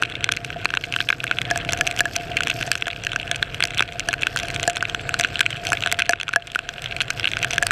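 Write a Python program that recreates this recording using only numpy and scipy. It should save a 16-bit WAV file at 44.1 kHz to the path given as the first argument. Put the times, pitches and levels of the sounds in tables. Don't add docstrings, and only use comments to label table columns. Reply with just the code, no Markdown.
import sys
import numpy as np
from scipy import signal
from scipy.fft import rfft, irfft
from scipy.io import wavfile
from scipy.ndimage import uniform_filter1d

SR = 44100
rng = np.random.default_rng(int(sys.argv[2]) if len(sys.argv) > 2 else 0)


def amplitude_ratio(level_db):
    exponent = np.asarray(level_db, float) / 20
    return 10 ** exponent


def dump_mix(stems):
    frames = np.atleast_2d(stems).T
    limited = np.clip(frames, -1, 1)
    pcm = np.round(limited * 32767).astype(np.int16)
    wavfile.write(sys.argv[1], SR, pcm)


N = 340011

# mode in Hz, level in dB, T60 in s.
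CAVITY = [(300, -4, .012), (466, -14, .05), (692, 0, .1)]


def level(x, db):
    return x * amplitude_ratio(db) / np.sqrt(np.mean(x ** 2))


def band(x, hz, width):
    return signal.lfilter(*signal.iirpeak(hz, hz / width, SR), x)


def band_twice(x, hz, width):
    return band(band(x, hz, width), hz, width)


def curve(s, values):
    return np.interp(np.arange(N) / SR, s, values)


def walk(rate):
    k = int(SR / rate)
    steps = np.repeat(rng.standard_normal(N // k + 1), k)
    return 1.867 * uniform_filter1d(uniform_filter1d(steps, k), k)[:N]


def turbulence(spectrum, lo_hz, octaves, flicker_db, rate):
    hz, db = np.transpose(spectrum)
    out = 0
    for f in lo_hz * 2 ** np.arange(0, octaves, 1 / 3):
        noise = band_twice(rng.standard_normal(N), f, f / 3)
        gain_db = np.interp(np.log(f), np.log(hz), db) + flicker_db * walk(rate)
        out = out + amplitude_ratio(gain_db) * noise
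    return level(out, 0)


def strike(s, peak_db, modes, contact_s, variety=1, size=1024):
    spot_db, detune, tap_db = 2.6, .025, 3
    chance = rng.standard_normal((len(s), 2 * len(modes) + 1 + 256))
    t = np.arange(256) / SR / (contact_s * np.exp(0.4 * chance[:, :1]))
    push = chance[:, -256:] * np.tanh(9 * t) * (np.exp(-t / 1.5) + .08 * np.exp(-t / 8))
    push[:, 0] += amplitude_ratio(tap_db) * np.sqrt(np.sum(push ** 2, axis=1))
    jw = 2j * np.pi * np.arange(size // 2 + 1) * SR / size
    body = 0
    for k, (hz, db, t60) in enumerate(modes):
        w = 2 * np.pi * hz * (1 + variety * detune * chance[:, 2 * k + 1, None])
        gain = (-1) ** k * amplitude_ratio(db + variety * spot_db * chance[:, 2 * k + 2, None])
        body = body + gain * w / ((jw + np.log(1000) / t60) ** 2 + w ** 2)
    body = body * (jw / (jw + 2 * np.pi * modes[0][0])) ** 2
    body = body / (1 + jw / (3 * np.pi * modes[-1][0])) ** 2
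    ring = irfft(rfft(push, size) * body, size)
    ring *= (amplitude_ratio(peak_db) / np.abs(ring).max(axis=1))[:, None]
    at = (np.asarray(s) * SR).astype(int)[:, None] + np.arange(size)
    return np.bincount(at.ravel(), ring.ravel(), N + size)[:N]


def on_case(s, walls_db, lid_db, splash_db, contact_s):
    # mode in Hz, level in dB, T60 in s.
    lid_modes = [(1545, 0, .015), (1850, -15, .008)]
    wall_modes = [(2080, -4, .006), (2640, 0, .007), (3310, -5, .007), (4100, -13, .006)]
    splash_modes = [(4250, -6, .005), (5050, -3, .003), (5600, -2, .004), (6100, -1, .004),
                    (6700, -6, .004), (7500, -6, .004), (8650, -11, .004), (9900, -12, .003),
                    (10700, -16, .003), (11600, -22, .003), (12950, -23, .003), (14900, -30, .003)]
    lid = strike(s, lid_db - .3, lid_modes, .5 * contact_s)
    walls = strike(s, walls_db - .3, wall_modes, contact_s)
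    return lid + walls + strike(s, splash_db - .3, splash_modes, .8 * contact_s)


def wind():
    # frequency in Hz, level in dB per Hz.
    buffet = [(20, -15), (45, -6), (70, -12.5), (120, 0), (170, -15.5), (240, -23)]
    return amplitude_ratio(4.0) * turbulence(buffet, 22.37, 3.7, flicker_db=0.5, rate=7)


def seam_whistle():
    # time in seconds, level in dB.
    swell = [
        (4.75, -72),
        (4.95, -56),
        (5.3, -55),
        (5.58, -58),
        (5.72, -72),
    ]
    low = level(band_twice(rng.standard_normal(N), 4250, 1000), 6)
    high = level(band_twice(rng.standard_normal(N), 7620, 600), 1)
    return amplitude_ratio(curve(*np.transpose(swell))) * (low + high)


def engine():
    # time in seconds, firings per second.
    firing = [
        (0, 30.9),
        (1.9, 31.8),
        (4.7, 33.55),
        (5.9, 33.65),
        (7.71, 33.4),
    ]
    # time in seconds, level in dB.
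    throttle = [
        (0, 0),
        (2.6, 0),
        (2.8, -4),
        (5.5, -5),
        (5.9, -8),
    ]
    # centre in Hz, width in Hz, level in dB.
    exhaust = [(131.4, 59, 4.5), (278.6, 86, -1.5), (340.4, 43, -0.5), (459.4, 46, 1.5)]
    cycle = np.cumsum(curve(*np.transpose(firing)) * (1 + .006 * walk(8))) / SR
    at = np.flatnonzero(np.diff(np.floor(cycle)))
    pulses = np.zeros(N)
    pulses[at] = amplitude_ratio(2.2 * rng.standard_normal(N // 500)[:len(at)])
    hum = 0
    for k, (hz, width, db) in enumerate(exhaust):
        hum = hum + (-1) ** k * amplitude_ratio(db) * band_twice(pulses, hz, 0.93 * width)
    gas = np.exp(-(cycle % 1) / 1.3) * band_twice(rng.standard_normal(N), 440, 290)
    return amplitude_ratio(curve(*np.transpose(throttle))) * level(hum, .3) + level(gas, -7)


def fine_rain(shower_db, count=1300):
    # frequency in Hz, level in dB per Hz.
    rush_spectrum = [(200, -6), (560, 17), (780, 14), (1000, -30), (1250, 8.5), (1520, 25.5), (2000, -17),
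                     (2610, 14), (3340, 2.5), (4900, -26), (8590, -10), (13200, -63), (16000, -60)]
    when, size, low, high = rng.random((count, 4)).T
    walls_db = 8 * size ** 2
    lid_db = walls_db - 16 + 16 * low
    splash_db = walls_db - 25 + 12 * high ** 2
    patter = on_case(when * N / SR, walls_db, lid_db, splash_db, contact_s=.0004)
    hz = CAVITY[-1][0]
    hum = band(band(rng.standard_normal(N), hz, 28), hz, 120)
    hum = amplitude_ratio(0.14 * shower_db + 1.5 * walk(9)) * hum
    rush = turbulence(rush_spectrum, 200, 6.3, flicker_db=1.5, rate=30)
    return level(patter, -2.5) + level(rush, -4.5) + level(hum, -3.0)


def spray(count=3000):
    # mode in Hz, level in dB.
    mist = [(4300, 0), (5300, 0.5), (6500, -7.5), (8000, -11), (9800, -22.5), (11800, -14.5), (14000, -19)]
    modes = [(hz, db, .0025) for hz, db in mist]
    when, size = rng.random((count, 2)).T
    peak_db = -3.4 * np.log(size + 0.011)
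    return level(strike(when * N / SR, peak_db, modes, 0.00038, size=256), 0)


def small_drops():
    # start in seconds, walls peak in dB, splash peak
    # in dB.
    darker = [(0.0565, -19, -33), (0.235, -20, -51), (0.5279, -18, -48), (0.8388, -11, -31),
              (0.9488, -23, -57), (1.2358, -18, -44), (1.3242, -17, -43), (1.37, -19, -41.0),
              (1.601, -17, -50.0), (1.8943, -36, -52), (2.3221, -24, -50), (2.4495, -23, -45),
              (2.7265, -19, -49), (2.857, -19, -46), (2.8711, -24, -39.0), (2.912, -15.5, -41.0),
              (2.962, -18.5, -38), (3.0933, -24, -47), (3.2122, -22, -46.0), (3.2154, -22.0, -33),
              (3.3271, -25, -43.0), (3.7364, -19, -39.0), (3.7526, -26, -42.0), (3.8888, -19, -41),
              (4.2174, -20, -36), (4.353, -32, -45), (4.754, -20, -41), (4.9948, -17, -40.0),
              (5.257, -20, -41.0), (5.3713, -18, -36.0), (5.4304, -19, -46), (5.5607, -19.5, -52),
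              (5.678, -21, -34), (5.6963, -26, -56), (5.8234, -11, -34.0), (6.007, -17, -36),
              (6.0496, -23.0, -46.0), (6.158, -23.0, -45), (6.311, -25, -48.0), (6.423, -23.5, -42),
              (6.4764, -20.5, -39), (6.5012, -23.0, -49), (6.7382, -20.5, -35), (6.7816, -17.5, -41.0),
              (6.7938, -23, -41.0), (6.8737, -22, -49), (6.97, -24, -42.0), (7.0817, -19, -32),
              (7.1756, -18, -35), (7.4018, -22, -46),
              (0.099, -18, -32), (0.2076, -17.5, -35), (0.615, -27, -42), (0.69, -20, -41),
              (0.8114, -23, -31), (1.3015, -23, -44), (1.5878, -22, -35.0), (1.7075, -17, -25),
              (1.834, -33, -41.0), (2.037, -27, -46), (2.1596, -12.5, -31), (2.185, -23, -45),
              (2.201, -25, -57), (2.21, -20, -40), (2.387, -17, -36.0), (2.4644, -21, -40.0),
              (2.5133, -10, -33), (2.735, -19, -41), (3.1016, -31, -44), (3.1182, -12.5, -29.0),
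              (3.189, -26, -42), (3.27, -23.0, -39), (3.6832, -21, -39), (3.7736, -12, -32.0),
              (3.8348, -20, -39), (3.8776, -22, -40), (3.923, -18, -33), (4.1094, -18, -35.0),
              (4.1202, -27, -40), (4.429, -23, -32.0), (4.7035, -17, -27), (4.8077, -12.5, -32),
              (5.013, -33, -33), (5.232, -14, -37), (5.344, -20, -31), (5.5695, -18, -36),
              (5.7517, -17, -35.0), (5.883, -23, -35), (5.9091, -28, -40), (5.9438, -18, -36),
              (6.0293, -34, -40.0), (6.064, -18, -35.0), (6.923, -14, -40), (7.0047, -12, -22),
              (7.2074, -18, -37), (7.2434, -8, -33), (7.2813, -27, -35), (7.4177, -18, -35.0),
              (7.433, -13, -38), (7.506, -19, -71)]
    bright = [(0.018, -29, -26), (0.592, -26, -40), (0.8528, -25, -31), (0.975, -34.0, -31),
              (1.025, -24, -30), (1.3469, -38, -37), (1.7229, -11, -15), (1.9034, -23, -35),
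              (1.925, -21.0, -33), (1.983, -30, -28), (2.178, -27, -44), (2.2212, -30, -35),
              (2.371, -7.5, -33), (2.4888, -19, -40), (2.5626, -21, -31), (2.59, -21, -44),
              (2.6656, -29, -22), (2.6718, -25, -27), (2.777, -23, -26), (2.8107, -24.0, -28),
              (3.2774, -17, -31), (3.673, -23, -24), (3.7459, -19, -24), (3.9332, -32, -31),
              (4.0767, -30, -39), (4.2113, -31, -28), (4.379, -24, -27.0), (4.456, -27, -29),
              (4.4711, -26, -32), (4.512, -30, -25), (4.5518, -25, -25), (4.653, -26, -32),
              (4.7323, -24, -30), (4.7784, -27, -26), (4.885, -28, -30), (5.216, -19, -35),
              (5.273, -28.0, -29), (5.287, -22, -34), (5.3857, -23, -40), (5.565, -30, -34),
              (5.682, -20, -27.0), (5.6893, -22, -21), (5.8179, -25, -35.0), (5.8957, -20, -37.0),
              (5.9005, -22, -40), (6.0566, -19, -32), (6.124, -17, -24), (6.3315, -18, -31),
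              (7.1073, -15, -21), (7.515, -19, -24), (5.638, -32, -26), (7.024, -26, -27)]
    s, walls_db, splash_db = np.transpose(darker + bright)
    return on_case(s - .0004, walls_db, walls_db - 12, splash_db, contact_s=0.0013)


def light_drops():
    # start in seconds, walls peak in dB, splash peak in dB.
    bright = [(0.337, -16, -29), (0.3658, -20, -20.5), (0.447, -13.5, -21.5), (1.503, -12, -21),
              (1.6489, -15, -30), (1.7745, -17, -23), (1.975, -13, -31.5), (2.6256, -12, -20),
              (3.359, -13.5, -18), (3.545, -13, -24), (3.706, -16, -27), (4.2217, -11, -19.5),
              (4.3894, -13, -18), (4.399, -11.5, -19), (4.484, -15, -20), (4.5447, -22, -16),
              (4.702, -21, -26), (4.8968, -11.5, -22.5), (5.191, -22, -13), (5.505, -13, -23),
              (6.109, -17, -17), (6.2, -13.5, -26), (6.281, -10, -29), (6.842, -15, -24),
              (7.2886, -19, -31), (7.5372, -17, -27)]
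    # start in seconds, walls peak in dB.
    faint = [(0.0516, -14.5), (0.122, -17.5), (0.1535, -14), (0.843, -15), (1.203, -12), (1.2773, -13),
             (1.4524, -13), (1.612, -19), (2.317, -17), (2.422, -14), (2.511, -17), (2.9027, -13),
             (2.9308, -15), (3.1165, -25), (3.1987, -12.5), (3.2296, -15), (3.3457, -13), (3.7731, -37),
             (3.8, -15), (4.0037, -11.5), (4.218, -21), (4.6377, -11), (4.809, -25), (5.4567, -14),
             (5.528, -13), (5.7717, -9.5), (6.911, -15), (6.926, -19), (7.2309, -12), (7.435, -10)]
    rows = [(s, db, db - 11, wet) for s, db, wet in bright]
    rows += [(s, db, db - 24, db - 22) for s, db in faint]
    s, walls_db, lid_db, splash_db = np.transpose(rows)
    return on_case(s - .0003, walls_db, lid_db, splash_db, contact_s=0.0016)


def heavy_drops():
    # start in seconds, walls peak, lid peak and splash peak in dB.
    on_lid = [(0.0239, -8, -3.5, -15), (0.2905, -4, -6, -22), (0.5034, -17, -19, -31),
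              (0.6557, -2, -2, -29), (0.7388, -11, -7.5, -21), (0.9628, -7.5, -7.5, -19),
              (1.0042, -4, -7.5, -23), (1.1271, -8, -9.5, -43), (1.2406, -11.5, -10.5, -17.5),
              (1.3122, -4.5, -6, -22), (2.0553, -13, -36, -18), (2.4063, -8, -9, -16.5),
              (3.1605, -9.5, -8.5, -14), (3.317, -20, -20, -38), (3.6045, -6, -10.5, -16.5),
              (3.8063, -3.5, -0.5, -14), (4.1387, -5.5, -9.5, -17.5), (4.3612, -25, -9, -14.5),
              (4.8259, -20, -6.5, -13.5), (5.1415, -6.5, -8.5, -12.5), (5.2472, -2.5, -4, -30),
              (5.4101, -5.5, -5.5, -13), (5.7204, -16, -4, -12), (5.8729, -6, -11, -17),
              (6.1334, -5.5, -4, -36), (6.2907, -15.5, -14, -20), (6.336, -10.5, -9, -26),
              (6.558, -17, -7, -20), (7.4461, -6.5, -6.5, -13), (7.7081, -4, -3, -11)]
    # start in seconds, walls peak in dB, splash peak in dB.
    at_port = [(0.3209, -4.5, -9), (1.5112, -17, -7.5), (1.575, -13.5, -10), (1.7225, -14, -13),
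               (1.7329, -8, -5.5), (1.8102, -0.5, -2), (1.9898, -13, -11), (2.006, -9, -2),
               (2.1633, -9.5, -6), (2.434, -11, -14.5), (2.716, -2.5, -1.5), (3.638, -6.5, -2.5),
               (3.9957, -10, -9), (4.0874, -10, -8.5), (4.3725, -7.5, -12.5), (4.63, -9, -11),
               (4.677, -13, -3.5), (4.698, -10, -14), (5.197, -5.5, -6.5), (5.21, -6, -7), (5.731, -4, -8),
               (5.9247, -4.5, -3), (6.0934, -4.5, -1), (6.3603, -7.5, -8), (7.0169, -7, -14),
               (7.1968, -9.5, -15.5), (7.5081, -12, -13.5), (7.5329, -9, -12.5), (7.6256, -21, -7.5),
               (7.6674, -9, -4.5)]
    on_rim = [(0.7043, -12.5, -25), (0.7508, -17, -23), (0.772, -3, -30), (1.103, -2, -22),
              (1.559, -17, -18), (2.4718, -5.5, -16), (2.6112, -12.5, -21), (2.754, -9.5, -17),
              (2.881, -10, -20), (3.068, -7.5, -15), (3.1322, -13.5, -26), (3.427, -2, -22),
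              (3.8241, -7, -18), (4.1298, -10, -15), (4.269, -3.5, -16), (4.7688, -9.5, -17),
              (4.9469, -6.5, -19), (5.092, -9.5, -16.5), (5.2527, -18, -39), (5.3929, -10, -14.5),
              (5.8253, -15, -22), (5.861, -7.5, -17), (5.9895, -8, -20), (6.0012, -8, -26),
              (6.2316, -15, -22.0), (6.5905, -10, -23), (6.69, -12, -20), (7.1039, -8, -10),
              (7.3694, -8.5, -19.5), (7.581, -0.5, -11.5)]
    on_near_wall = [(0.2424, -1.5, -8.5), (0.3165, -13, -20), (0.9241, -10, -20), (1.0885, -1.5, -19),
                    (1.416, -4.5, -18), (1.694, -10.5, -22), (1.868, -7, -13.5), (1.874, -3.5, -8),
                    (1.9119, -8.5, -17), (2.155, -15.5, -24), (2.369, -5, -15.5), (2.5017, -5, -13),
                    (3.3138, -3.5, -11), (3.653, -9, -14), (3.7796, -15, -15), (4.5027, -12, -22),
                    (4.5616, -9, -21), (4.5975, -9.5, -22), (5.2376, -5, -20), (5.4067, 1.5, -10),
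                    (5.669, -7.5, -14.5), (5.9158, -6.5, -15), (5.994, -4, -12), (6.0056, -15, -34),
                    (6.212, -10.5, -24), (6.5491, -11, -22.5), (6.9648, -11.5, -21.5), (7.316, -10.5, -20),
                    (7.4285, -5, -11.5), (7.5282, -14, -40)]
    # start in seconds, walls peak in dB.
    on_far_wall = [(0.0344, -3), (0.371, -8.5), (0.939, -6.5), (0.988, -14), (1.013, -11), (1.268, -13),
                   (1.3861, -2), (1.69, -10), (1.9945, -3.5), (2.3756, -9), (2.499, -6), (2.6281, -7),
                   (2.823, -2.5), (3.6251, 0), (3.785, -7.5), (3.7938, 0), (4.2325, -3.5), (4.8528, -8.5),
                   (5.3565, -8), (5.4628, -0.5), (5.8368, -5), (6.0209, 0.5), (6.8594, -9), (7.0045, -7),
                   (7.01, -2.5), (7.2432, -12), (7.2545, -2.5), (7.2732, -3), (7.2784, -5.5), (7.3346, -7)]
    # start in seconds, splash peak in dB.
    port_ticks = [(0.647, -22.5), (1.7884, -25), (1.9637, -21), (2.482, -19), (2.6762, -24), (2.73, -24),
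                  (2.8687, -22.5), (3.037, -20.5), (3.049, -21), (4.4325, -18.5), (4.759, -19.5),
                  (5.652, -19), (5.7023, -19), (5.806, -22), (6.4715, -26.5), (6.518, -25), (6.8205, -23),
                  (7.3845, -29), (7.39, -23.0), (7.543, -22), (7.5594, -23), (7.632, -15)]
    # mode in Hz, level in dB, T60 in s.
    thud = [(330, 0, .01)]
    rows = on_lid + [(s, db, db - 10, wet) for s, db, wet in at_port]
    rows += [(s, db + 4.5, db - 15, db) for s, db in port_ticks]
    rows += [(s, db, db - 4, wet) for s, db, wet in on_rim]
    rows += [(s, db, db - 15.5, wet) for s, db, wet in on_near_wall]
    rows += [(s, db, db - 15, db - 23.5) for s, db in on_far_wall]
    s, walls_db, lid_db, splash_db = np.transpose(rows)
    out = on_case(s - .0002, walls_db, lid_db, splash_db, contact_s=0.00038)
    return out + strike(s, lid_db - 22, thud, 0.00033)


def window_drops():
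    # start in seconds, cavity ring peak in dB, pane ring peak in dB.
    hits = [(0.024, -31, -30), (0.3207, -27, -26), (1.0879, -34, -25), (2.312, -27, -37), (3.955, -29, -34),
            (5.69, -25, -40), (0.561, -24, -53), (1.479, -31, -26), (1.5114, -16, -6), (1.5589, -20, -16),
            (1.6901, -20.5, -36), (1.7329, -25.5, -16), (1.81, -52, -5.5), (2.0058, -19, -3),
            (2.0552, -24.5, -9), (2.164, -24.5, -41), (2.676, -22.5, -26), (2.7159, -30, -13),
            (2.8689, -22.5, -16), (3.3131, -25, -14), (3.6381, -24, -20), (4.0873, -19.5, -9.5),
            (4.4329, -25, -20), (4.6295, -22.5, -48.5), (4.677, -10.5, -9), (5.197, -20.5, -15),
            (5.731, -23, -11), (5.8609, -22, -18), (5.9248, -22.5, -27), (6.0931, -11, -4),
            (6.36, -16, -0.5), (7.5332, -24, -32), (7.6256, -17.5, -3.5)]
    # mode in Hz, level in dB, T60 in s.
    pane_modes = [(1690, 0, .03)]
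    s, cavity_db, pane_db = np.transpose(hits)
    cavity = strike(s, cavity_db + .3, CAVITY, .00012, variety=.15, size=8192)
    return cavity + strike(s, pane_db - 1.3, pane_modes, .0001, variety=.15, size=4096)


def scene():
    # time in seconds, slow recorder gain in dB, spray at the port in dB.
    ride = [(0, -39.5, -64), (1.03, -43.5, -49.5), (1.59, -36, -53.5), (1.91, -36, -44), (2.17, -40, -50.5),
            (2.45, -38.5, -53), (2.62, -37.5, -44), (2.88, -43, -60), (3.33, -39, -56), (3.93, -40.5, -54),
            (4.21, -38, -53.5), (4.55, -37, -48.5), (4.83, -39.5, -59.5), (5.82, -36.5, -49.5),
            (6.1, -41, -71), (6.36, -47.5, -62), (7.26, -38, -52.5), (7.71, -35, -47)]
    s, gain_db, shower_db = np.transpose(ride)
    gain_db, shower_db = curve(s, gain_db), curve(s, shower_db)
    spray_db = shower_db - gain_db
    rain = amplitude_ratio(4.5) * fine_rain(spray_db) + amplitude_ratio(spray_db + 2.0 + 2.0 * walk(30)) * spray()
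    rain = signal.sosfilt(signal.butter(12, 14900, fs=SR, output="sos"), rain)
    steady = amplitude_ratio(gain_db) * (wind() + amplitude_ratio(1.5) * engine() + rain) + seam_whistle()
    drops = small_drops() + light_drops() + heavy_drops() + window_drops()
    held = signal.lfilter([1], [1, -np.exp(-1 / (0.09 * SR))], drops ** 2) / (0.0096 * SR)
    return (drops + steady / (1 + held / amplitude_ratio(-45.0)) ** 0.23)[None]


def roll_off(x):
    return signal.sosfilt(signal.butter(12, 16490, fs=SR, output="sos"), x)


def record(dry):
    rounded = .9 * np.tanh(dry / .9)
    heard = signal.sosfilt(signal.butter(10, 15300, fs=SR, output="sos"), rounded)
    return roll_off(heard)


dry = scene()
out = record(dry)
dump_mix(out)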